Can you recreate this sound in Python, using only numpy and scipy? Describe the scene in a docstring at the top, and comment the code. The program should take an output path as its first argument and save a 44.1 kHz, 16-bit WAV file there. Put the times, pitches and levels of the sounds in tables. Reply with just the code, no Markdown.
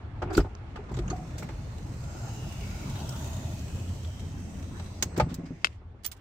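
"""A low night street is heard first; then a van's door handle clicks and the latch lets go with a thud.
The powered sliding door rolls back along its rails, booming, grinding and hissing, and shudders on its stop.
A plastic snap follows on the left and keys on the right, while the street shifts in level and brightness.
Blows, plastic and keys are decaying modes; ticks are shaped noise bursts; door and street are drifting
noise bands; the drive is a wavering sine."""
import sys
import numpy as np
from scipy import signal
from scipy.fft import rfft, irfft
from scipy.io import wavfile

SR = 44100
rng = np.random.default_rng(int(sys.argv[2]) if len(sys.argv) > 2 else 0)


def to_wav(s):
    """Save 16-bit WAV."""
    ch = np.atleast_2d(s).T  # columns
    pcm = np.round(np.clip(ch, -1, 1) * 32767)  # PCM
    wavfile.write(sys.argv[1], SR, pcm.astype(np.int16))


N = 273443

# street at night: start_s, level_db, tilt_db [per octave]; then its spectrum: pitch_hz, density_db [per Hz, relative]
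STREET_CURVE = [(0, -35.5, 2), (.6, -40, 3), (4, -41.5, 1), (5.5, -47.5, -4), (5.7, -48, 3),
                (5.95, -43, 1.7), (6.2, -51.5, 4.5)]
STREET_SPECTRUM = [(15, -36.5), (25, -8), (92, 1), (151, -21), (167, -21.5), (385, -28), (469, -36),
                   (712, -35), (1190, -41), (2210, -52), (9000, -81.5), (11700, -113), (19800, -120)]
# stereo image of the noise beds: pitch_hz, likeness [-1 to 1]; then pitch_hz, left_over_right_db
STEREO_LIKENESS = [(60, 0.99), (180, 0.98), (550, 0.61), (1650, -0.03), (4970, -0.03), (15000, 0.04)]
STEREO_LEAN = [(60, 1), (240, -0.5), (950, 1.5), (3770, -9.5), (15000, 4.5)]

# blows into the door: start_s, level_db [peak of the modes], pitch_hz [centre of the modes struck], spread_octaves
DOOR_BLOWS = [(0.218, -25.5, 513, 1.46), (.226, -21.5, 670, 2.2), (0.247, -25.5, 100, 2.5),
              (0.308, -29.5, 690, 0.19), (0.363, -19.5, 171, 1), (0.3744, -9.5, 348, 0.39),
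              (0.384, -14, 202, 1.2), (0.378, -19, 1394, 0.078), (0.39, -29, 1330, 0.44),
              (0.404, -32.5, 1290, 0.81), (0.378, -15, 50, 0.38), (0.445, -29.5, 480, 1.1),
              (0.456, -39, 745, 0.75), (.464, -41, 790, 0.46), (0.757, -40, 704, 1.5),
              (0.771, -36, 1130, 0.58), (0.789, -35.5, 414, 0.15), (.794, -42, 800, .15),
              (0.909, -32.5, 356, 0.43), (.916, -40, 796, 0.4), (0.97, -28, 203, 2), (0.99, -29, 333, 0.14),
              (1.079, -46, 500, 2.3), (1.086, -43, 1160, 0.26), (1.106, -32, 1170, 0.29),
              (1.115, -37, 1200, 0.38), (1.111, -27, 337, 0.51), (1.423, -29, 796, 2.9),
              (1.491, -36, 476, 1.6), (4.796, -38.5, 696, 0.29), (5.023, -29.5, 660, 1.5),
              (5.055, -28.5, 152, 0.99), (5.175, -18, 203, 1.1), (5.1979, -17.5, 563, 0.2),
              (5.199, -15.5, 860, 0.21), (5.203, -22.5, 1210, 0.061), (5.204, -32, 2340, 0.15),
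              (5.215, -17.5, 100, 1), (5.645, -38.5, 300, 1.5), (5.815, -48, 504, 1.2),
              (5.942, -46, 400, 1.1), (6.047, -43.5, 900, 1.8)]
# modes of door panel and frame: pitch_hz, level_db, t60_s
DOOR_MODES = [(48, 0, .14), (81, -2, .2), (118, -3, .18), (140, -4, .18), (166, -1, .15), (248, -3, .09),
              (290, -4, .1), (350, 0, .1), (409, -4, .11), (490, -5, .08), (603, -5, .08), (732, -7, .1),
              (790, -4, .07), (872, -1, .07), (1044, -8, .07), (1232, -2, .06), (1350, -4, .035),
              (1453, -1, .045), (1750, -12, .03), (2073, -14, .03), (2315, -10, .06)]
# a loose part rattling as the door sets off: start_s, level_db [peak of the modes]
RATTLE_BLOWS = [(1.018, -46), (1.042, -49), (1.128, -30), (1.157, -37), (1.194, -41), (1.223, -45)]
RATTLE_HZ, RATTLE_SPREAD_OCTAVES = 725, 0.076
# soft blows as the door shudders on its stop: start_s, level_db [peak of the modes]
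SHUDDER_BLOWS = [(5.262, -27.5), (5.314, -26), (5.384, -29), (5.432, -28.5), (5.505, -25.5)]
SHUDDER_HZ, SHUDDER_SPREAD_OCTAVES = 210.6, 0.46
# rough contact noise under each blow; the level is relative to the blow, the band starts at its centre
SCUFF_DB, SCUFF_RISE_S, SCUFF_T60_S, SCUFF_OCTAVES = -16.5, 0.0039, 0.088, 1.2

# latch, cable and roller ticks: start_s, level_db, pitch_hz [ringing], t60_s, crack_db [broad over ring],
# tilt_db [per octave, of the broad part]
METAL_TICKS = [(0.22, -34, 3300, 0.076, 19, -5.5), (0.302, -46, 4840, .11, -7, -4),
               (0.3285, -44.5, 3320, 0.19, 14, 4), (0.349, -33, 4530, 0.042, -18, -2),
               (0.37, -31, 7200, 0.074, 17, 5.5), (0.3787, -35.5, 3520, 0.042, -3, -4.5),
               (.375, -38, 14800, .05, -2, 12), (0.401, -36, 5000, 0.056, -16, -5),
               (0.443, -47.5, 3210, 0.12, 7, -7), (0.5514, -40, 5900, 0.0082, -18, -3),
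               (0.758, -40.5, 3000, 0.064, -6, -4.5), (.891, -48, 3500, 0.086, -5, -5),
               (.915, -55, 4530, 0.077, -4, 5), (0.94, -45, 6950, 0.081, -7, -1.5),
               (0.966, -46, 3760, 0.083, -6, 2), (0.9882, -38, 3520, 0.04, 2, -0.5),
               (1.08, -47, 2900, 0.043, -23, -4.5), (1.099, -44, 4340, 0.067, -24, -4),
               (1.079, -40, 6500, 0.033, -30, -7.5), (1.101, -37, 6530, 0.046, -23, -2.5),
               (1.38, -41.5, 7150, 0.11, 16, 6), (1.4276, -43, 2130, 0.064, -19, 8),
               (1.4876, -44, 2150, 0.074, -10, -2), (2.95, -46.5, 3800, 0.15, -13, -2),
               (3.001, -53, 4560, .09, -18, 3), (3.091, -35, 5400, 0.043, -10, 10.5),
               (4.047, -46, 3430, 0.04, -11, 0), (4.796, -45, 3950, 0.056, -4, 0),
               (5.0248, -18.5, 6500, 0.037, -6, 5), (5.1636, -39, 4990, 0.078, 3, -1.5),
               (5.176, -34.5, 7300, 0.042, 2.5, 8.5), (5.183, -33, 3600, 0.048, 4, -5.5),
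               (5.198, -22, 4550, 0.052, -1, -3.5), (5.207, -35, 2700, 0.061, -3, -12),
               (5.29, -49, 3440, 0.26, 1, -0.5), (5.3418, -33.5, 5000, 0.038, -1, 9.5),
               (5.4558, -52.5, 5040, 0.13, -3, -1)]
# broad part of a tick: pitch_hz, density_db [per Hz, relative]
CRACK_SPECTRUM = [(120, -40), (500, 8), (1500, 9), (3000, 2.5), (8000, -2), (9500, -20), (12500, -17),
                  (15000, -17), (16500, -12.5)]
TICK_RING_WIDTH_HZ, TICK_PAN_DB = 510, -1.5
TICK_RISE_SHARE, TAIL_DB, TAIL_STRETCH = 0.06, -26.5, 3.9  # rise and tail length as multiples of t60

# bands singing as the latch is drawn and the door rolls: start_s, end_s, pitch_hz, width_hz, level_db
SINGING_BANDS = [(.268, 0.369, 353, 45, -33.5), (0.278, 0.37, 1450, 200, -45), (.24, .37, 850, 350, -47),
                 (.24, .37, 2300, 600, -56), (2.017, 2.46, 756, 162, -51), (2.096, 2.45, 7000, 70, -61),
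                 (1.95, 2.453, 7600, 70, -61.5), (2.5, 3, 2240, 180, -55), (2.4, 3.5, 1430, 120, -57),
                 (2.67, 3.72, 639.6, 50.93, -52.5), (2.7, 3.61, 892, 130, -52), (3.12, 3.5, 6950, 150, -59),
                 (4.25, 4.833, 248, 47.22, -48.5), (1.95, 2.4, 1390, 90, -56), (2.05, 2.5, 5300, 150, -62),
                 (3.15, 3.6, 1900, 90, -62)]
# the drive whines late in the travel, strains before the stop, drops out at the blow and runs on briefly
WHINE_HZ, WHINE_DB, STRAIN_DB = 8000, -75, 8  # strain is a lift above the whine level
WHINE_FROM_S, STRAIN_S, DROP_S, RESUME_S, WHINE_TO_S = 3.7, 5.06, 5.152, 5.2, 5.285

# door on its rails: start_s, grind_db, hiss_db
SLIDE_CURVE = [(.7, -53, -68), (.91, -45, -65), (1.11, -41, -56), (1.75, -48, -54.5), (2.42, -43, -49),
               (3.28, -43, -46), (4.3, -45, -53), (5.02, -45.5, -54), (5.2, -41, -62.5),
               (5.451, -48, -65.5), (5.799, -59, -60.5)]
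# rail grinding, then roller hiss: pitch_hz, density_db [per Hz, relative]
GRIND_SPECTRUM = [(82, -21.5), (140, -3), (210, -5), (467, -20.5), (631, -18.5), (1560, -28.5), (2190, -48),
                  (3200, -47.5), (4160, -72.5), (7040, -120)]
HISS_SPECTRUM = [(880, -41.5), (1500, -13.5), (1760, 7.5), (2210, 12.5), (3350, -12), (5940, -5),
                 (7030, -3), (9100, -20), (15100, -24), (16000, -25.5)]
HISS_TILT_DB, TILT_PER_HISS_DB = 10, 0.5612  # per octave at the loudest; softer hiss is duller
# booming panel: pitch_hz, width_hz, loudest_s, level_db [at loudest_s], fall_db [one second away], jolt_db
PANEL_BOOMS = [(51.8, 7.4, 2.05, -46.5, 2.5, -32.5), (87.4, 10.4, 3.91, -35.5, 7.5, -32),
               (123.4, 16.7, 2.7, -39, 4, -34)]
JOLT_S, JOLT_RISE_S, JOLT_T60_S = 0.924, 0.02, 1  # the door setting off
GRIT_PER_S, GRIT_DB, GRIT_S = 45, 2., .005  # grit under the rollers: rate, mean lift, fall time
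ROLLER_WIDTH_SHARE, ROLLER_WANDER_SHARE, ROLLER_SWELL_DB = .035, .015, 3.5  # shares of the pitch

# plastic snap and its bounces: start_s, level_db [peak]
SNAP_HITS = [(5.6454, -4.5), (5.6508, -15.5), (5.6605, -32.5), (5.6697, -24.5)]
# modes of the plastic part: pitch_hz, level_db, t60_s
PLASTIC_MODES = [(627, -16, 0.012), (1090, -8.5, 0.0083), (1440, -8, 0.012), (2124, -6, 0.02),
                 (2652, -5, 0.022), (3180, -0.5, 0.0069), (3880, -13, 0.0054), (4920, -8, 0.007),
                 (5290, -24.5, .006), (6260, -26.5, 0.0065), (7300, -26, .006), (8200, -29, 0.005)]
SNAP_PAN_DB, SNAP_LEAD_S = 7, .00042  # louder and earlier on the left
CABIN_DB, CABIN_TREBLE_DB = -19, -36  # cabin answer relative to each hit

# keys touching: start_s, ring_db [peak, before chatter], crack_db [before chatter]
KEY_TOUCHES = [(6.035, -58, -47), (6.0455, -41, -28.5), (6.051, -40, -28.5), (6.06, -22, -40),
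               (6.115, -43, -35), (6.166, -67, -54)]
# modes of the keys: pitch_hz, level_db, t60_s
KEY_MODES = [(5150, -12, .03), (5663, -15, .045), (6440, -11, .045), (7520, -13, .03), (8760, -11, .03),
             (9044, -13, .04), (10380, -18, .055), (12200, -16, .03), (13125, -6, .045), (15030, 2, .055),
             (15450, -12, .04)]
KEYS_PAN_DB, KEYS_LEAD_S = -13.5, -0.00027  # louder and earlier on the right
CHATTER_DB, CHATTER_HZ = 2.5, 250  # keys lying against each other ring unevenly

TOP_CUT_HZ = 17000
SIDES = np.array([[1], [-1]])  # left, right


def from_db(db):
    """Gain of a level in dB."""
    return 10 ** (np.asarray(db) / 20)


def rms_one(x):
    """Sound scaled to rms 1."""
    return x / np.sqrt(np.mean(np.abs(x) ** 2) + 1e-20)


def in_time(rows):
    """Columns of a breakpoint curve, read at every sample."""
    s, *columns = np.transpose(rows)
    return [np.interp(np.arange(N) / SR, s, column) for column in columns]


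def at_hz(points, hz):
    """A spectrum read on a log frequency axis."""
    point_hz, values = np.transpose(points)
    return np.interp(np.log(hz), np.log(point_hz), values)


def span(start, end, edge_s):
    """Gain 1 between two times, with soft edges."""
    corners = [start - edge_s, start + edge_s, end - edge_s, end + edge_s]
    return np.interp(np.arange(N) / SR, corners, [0, 1, 1, 0])


def rise(t, rise_s):
    """Smooth attack from 0 towards 1 while a contact builds up."""
    return 1 - np.exp(-(t / rise_s) ** 2)


def drift(rate_hz):
    """Slow chance: noise at every 20th sample through a double one-pole low-pass, rms 1."""
    r = np.exp(-40 * np.pi * rate_hz / SR)
    noise = rng.standard_normal(N // 20 + 3002)
    slow = signal.lfilter([1], [1, -2 * r, r * r], noise)[3000:]  # skip the filter's start
    return np.interp(np.arange(N) / 20, np.arange(len(slow)), rms_one(slow))


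def widen(mid, side, alike):
    """Stereo from two independent noises: alike is the likeness of left and right."""
    return np.sqrt(1 + alike) * mid + np.sqrt(1 - alike) * side * SIDES


def banded(spectrum, patchy_db, tilt_db, pivot_hz):
    """Third-octave bands of stereo noise, each with its own level, flicker, likeness and lean."""
    out, power, together = 0, 0, drift(5.2)
    edges = 22 * 2 ** (np.arange(30) / 3)
    white = rng.standard_normal((2, 2, N))  # neighbouring bands use different noise
    for k, (low, high) in enumerate(zip(edges, edges[1:])):
        hz = np.sqrt(low * high)
        if not spectrum[0][0] * .8 < hz < spectrum[-1][0] * 1.1:
            continue
        band_filter = signal.butter(2, [low, high], "band", fs=SR, output="sos")
        mid, side = signal.sosfilt(band_filter, white[k % 2])
        alike = np.clip(at_hz(STEREO_LIKENESS, hz), -1, 1)
        lean = from_db(at_hz(STEREO_LEAN, hz) / 2 * SIDES)
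        band = from_db(at_hz(spectrum, hz)) * lean * widen(mid, side, alike)
        power += np.mean(band ** 2)
        flicker_db = patchy_db * (.4 * together + drift(12))
        out = out + band * from_db(tilt_db * np.log2(hz / pivot_hz) + flicker_db)
    return out / np.sqrt(power)


def narrow(hz, width_hz, alike, wander=0.):
    """Narrow stereo noise: a carrier, which may wander in pitch, under two slow random amplitudes."""
    turn = 2 * np.pi * hz * np.cumsum(1 + wander * drift(.8)) / SR
    cos, sin = np.cos(turn), np.sin(turn)
    mid, side = [drift(width_hz) * cos + drift(width_hz) * sin for _ in range(2)]
    return rms_one(widen(mid, side, alike))


def burst(size, low_hz, high_hz, t60):
    """Band of noise that dies away, unrelated on the two sides."""
    band = signal.butter(2, [low_hz, high_hz], "band", fs=SR, output="sos")
    noise = rms_one(signal.sosfilt(band, rng.standard_normal((2, size))))
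    return noise * from_db(-60 * np.arange(size) / SR / t60)


def struck(modes, gains_db, phases, rise_s, length_s):
    """Modes ringing out after one blow, building up while the contact lasts; peak 1."""
    hz, level_db, t60 = np.transpose(modes)[:, :, None]
    t = np.arange(int(length_s * SR)) / SR
    decay = from_db(level_db + gains_db[:, None] - 60 * t / t60)
    rings = decay * np.sin(2 * np.pi * hz * t + phases[..., None])
    ring = rings.sum(axis=-2) * rise(t, rise_s)
    return ring / np.abs(ring).max()


def add(out, s, sound, pan_db=0., lead_s=0.):
    """Places a sound at time s; positive pan and lead make the left louder and earlier."""
    sound = sound * np.ones((2, 1))
    for ch, sign in enumerate((1, -1)):
        at = round((s - sign * lead_s / 2) * SR)
        out[ch, at:at + sound.shape[1]] += from_db(sign * pan_db / 2) * sound[ch, :N - at]


def street():
    """The street at night: banded noise whose level and spectral tilt follow a curve."""
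    level_db, tilt_db = in_time(STREET_CURVE)
    return from_db(level_db) * banded(STREET_SPECTRUM, patchy_db=1.5, tilt_db=tilt_db, pivot_hz=81.8)


def door_knocks():
    """Blows ring door modes around their centre, low-centred ones with longer contact, plus a scuff."""
    out, pitches, count = np.zeros((2, N)), np.array(DOOR_MODES)[:, 0], len(DOOR_MODES)
    rattle = [(s, peak_db, RATTLE_HZ, RATTLE_SPREAD_OCTAVES) for s, peak_db in RATTLE_BLOWS]
    shudder = [(s, peak_db, SHUDDER_HZ, SHUDDER_SPREAD_OCTAVES) for s, peak_db in SHUDDER_BLOWS]
    scuff_rise = rise(np.arange(6000) / SR, SCUFF_RISE_S)
    for s, peak_db, hz, spread in DOOR_BLOWS + rattle + shudder:
        reach_db = -6 * (np.log2(pitches / hz) / spread) ** 2 + rng.normal(0, 0.18, count)
        # neighbouring modes start in opposite sense; the sides differ more in phase at high modes
        apart = rng.normal(0, 1, count) * pitches / 1500
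        phases = np.pi * np.arange(count) + rng.normal(0, .7, count) + np.outer([.5, -.5], apart)
        ring = struck(DOOR_MODES, reach_db, phases, rise_s=0.53 / hz, length_s=0.24)
        add(out, s, from_db(peak_db) * ring)
        scuff = burst(6000, hz, hz * 2 ** SCUFF_OCTAVES, SCUFF_T60_S) * scuff_rise
        shared_scuff = scuff + scuff[::-1] * at_hz(STEREO_LIKENESS, hz)
        add(out, s, from_db(peak_db + SCUFF_DB) * shared_scuff)
    return out


def ticks():
    """Metal parts meet: a burst of noise, part broad, part ringing, with a faint tail in the bodywork."""
    out, size = np.zeros((2, N)), 8192
    t, f = np.arange(size) / SR, np.fft.rfftfreq(size, 1 / SR) + 1
    for s, level_db, hz, t60, crack_db, tilt_db in METAL_TICKS:
        broad = from_db(crack_db + at_hz(CRACK_SPECTRUM, f) + tilt_db * np.log2(f / 5000))
        ringing = 1 / (1 + ((f - hz) / TICK_RING_WIDTH_HZ * 2) ** 2)
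        spectrum = rfft(rng.standard_normal((2, size))) * (broad + ringing)
        noise = rms_one(irfft(spectrum, size))
        rise_s = TICK_RISE_SHARE * t60
        decay = from_db(-60 * t / t60) + from_db(TAIL_DB - 60 * t / (TAIL_STRETCH * t60))
        shape = rise(t, rise_s) * decay
        add(out, s - rise_s / 2, from_db(level_db) * noise * shape / shape.max(), TICK_PAN_DB)
    return out


def singing():
    """Narrow bands of noise that swell, fade and wander slightly in pitch."""
    out, t = 0, np.arange(N) / SR
    for start, end, hz, width_hz, level_db in SINGING_BANDS:
        swell = np.sin(np.pi * np.clip((t - start) / (end - start), 0, 1)) ** .7
        alike = np.clip(at_hz(STEREO_LIKENESS, hz), 0, 1)
        out = out + from_db(level_db) * swell * narrow(hz, width_hz, alike, wander=.006)
    return out


def boom():
    """Each panel mode swells towards its place on the rail and jumps up as the door sets off."""
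    out, t = 0, np.arange(N) / SR
    since = np.clip(t - JOLT_S, 0, None)
    jolt = (1 - np.exp(-since / JOLT_RISE_S)) * from_db(-60 * since / JOLT_T60_S)
    for hz, width_hz, loudest_s, level_db, fall_db, jolt_db in PANEL_BOOMS:
        swell = from_db(level_db - fall_db * (t - loudest_s) ** 2)
        out = out + (swell + from_db(jolt_db) * jolt) * narrow(hz, width_hz, .99)
    return out


def rollers(count):
    """Resonances of rollers and rail, each swelling and drifting in pitch at random."""
    out = 0
    for hz in np.geomspace(2600, 7900, count):
        swell = from_db(ROLLER_SWELL_DB * drift(1.5))
        out = out + swell * narrow(hz, ROLLER_WIDTH_SHARE * hz, 0, ROLLER_WANDER_SHARE)
    return rms_one(out)


def grit():
    """Gain that jumps up at random moments and quickly falls back."""
    hits = rng.random(N) < GRIT_PER_S / SR
    jumps_db = hits * np.minimum(rng.exponential(GRIT_DB, N), 3 * GRIT_DB)
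    return from_db(signal.lfilter([1], [1, -np.exp(-1 / (GRIT_S * SR))], jumps_db))


def rolling():
    """The panel booms, the rails grind and the rollers hiss while the door travels."""
    grind_db, hiss_db = in_time(SLIDE_CURVE)
    tilt_db = HISS_TILT_DB + TILT_PER_HISS_DB * (hiss_db - hiss_db.max())
    moving = span(SLIDE_CURVE[0][0] - .05, SLIDE_CURVE[-1][0] - .05, .05)
    grind = from_db(grind_db) * banded(GRIND_SPECTRUM, patchy_db=3.0, tilt_db=0, pivot_hz=500)
    rush = banded(HISS_SPECTRUM, patchy_db=.8, tilt_db=tilt_db, pivot_hz=6000)
    hiss = from_db(hiss_db) * grit() * (rush + from_db(-6) * rollers(count=12))
    return moving * (boom() + grind + hiss)


def drive_whine():
    """A sine wavering in pitch, flickering separately on each side, louder under strain."""
    t = np.arange(N) / SR
    on = span(WHINE_FROM_S, DROP_S, .01) + span(RESUME_S, WHINE_TO_S, .01)
    level_db = WHINE_DB + STRAIN_DB * span(STRAIN_S, WHINE_TO_S + .1, .04)
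    flicker_db = 4 * np.array([drift(7), drift(7)])
    waver = np.cumsum(10 * drift(15)) / SR  # 10 Hz rms
    return on * from_db(level_db + flicker_db) * np.sin(2 * np.pi * (WHINE_HZ * t + waver))


def snap():
    """A stiff plastic part lets go and bounces, ringing its modes; the padded cabin answers briefly."""
    out, count = np.zeros((2, N)), len(PLASTIC_MODES)
    phases = np.pi * np.arange(count)  # neighbouring modes start in opposite sense
    for s, peak_db in SNAP_HITS:
        ring = struck(PLASTIC_MODES, rng.normal(0, 2, count), phases, rise_s=.0003, length_s=.04)
        cabin = burst(size=4000, low_hz=1500, high_hz=5500, t60=.045)
        cabin_treble = burst(size=4000, low_hz=5500, high_hz=8500, t60=0.021)
        add(out, s, from_db(peak_db) * ring, SNAP_PAN_DB, SNAP_LEAD_S)
        add(out, s, from_db(peak_db + CABIN_DB) * cabin, SNAP_PAN_DB / 2)
        add(out, s, from_db(peak_db + CABIN_TREBLE_DB) * cabin_treble, SNAP_PAN_DB / 2)
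    return out


def keys():
    """Each touch cracks briefly, rustles on and rings the keys' modes with new strengths."""
    out, count = np.zeros((2, N)), len(KEY_MODES)
    crack_rise = rise(np.arange(3000) / SR, np.inf) + 1 - np.exp(-np.arange(3000) / SR / 0.00094)
    for s, ring_db, crack_db in KEY_TOUCHES:
        strengths_db, phases = rng.normal(0, 2, count), rng.uniform(0, 2 * np.pi, count)
        ring = struck(KEY_MODES, strengths_db, phases, rise_s=0.002, length_s=.2)
        crack = burst(size=3000, low_hz=2500, high_hz=9500, t60=.012)
        rustle = from_db(-6) * burst(size=3000, low_hz=1500, high_hz=9000, t60=.075)
        add(out, s, from_db(ring_db) * ring, KEYS_PAN_DB, KEYS_LEAD_S)
        add(out, s, from_db(crack_db) * (crack + rustle) * crack_rise, KEYS_PAN_DB * 0.51)
    return out * from_db(CHATTER_DB * drift(CHATTER_HZ))


def scene():
    """The street, the door with its latch and drive, then the small things inside."""
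    door = door_knocks() + ticks() + singing() + rolling() + drive_whine()
    return street() + door + snap() + keys()


def record(dry):
    """A steep low-pass removes the top."""
    return signal.sosfilt(signal.cheby2(14, 90, TOP_CUT_HZ, fs=SR, output="sos"), dry)


dry = scene()
out = record(dry)
to_wav(out)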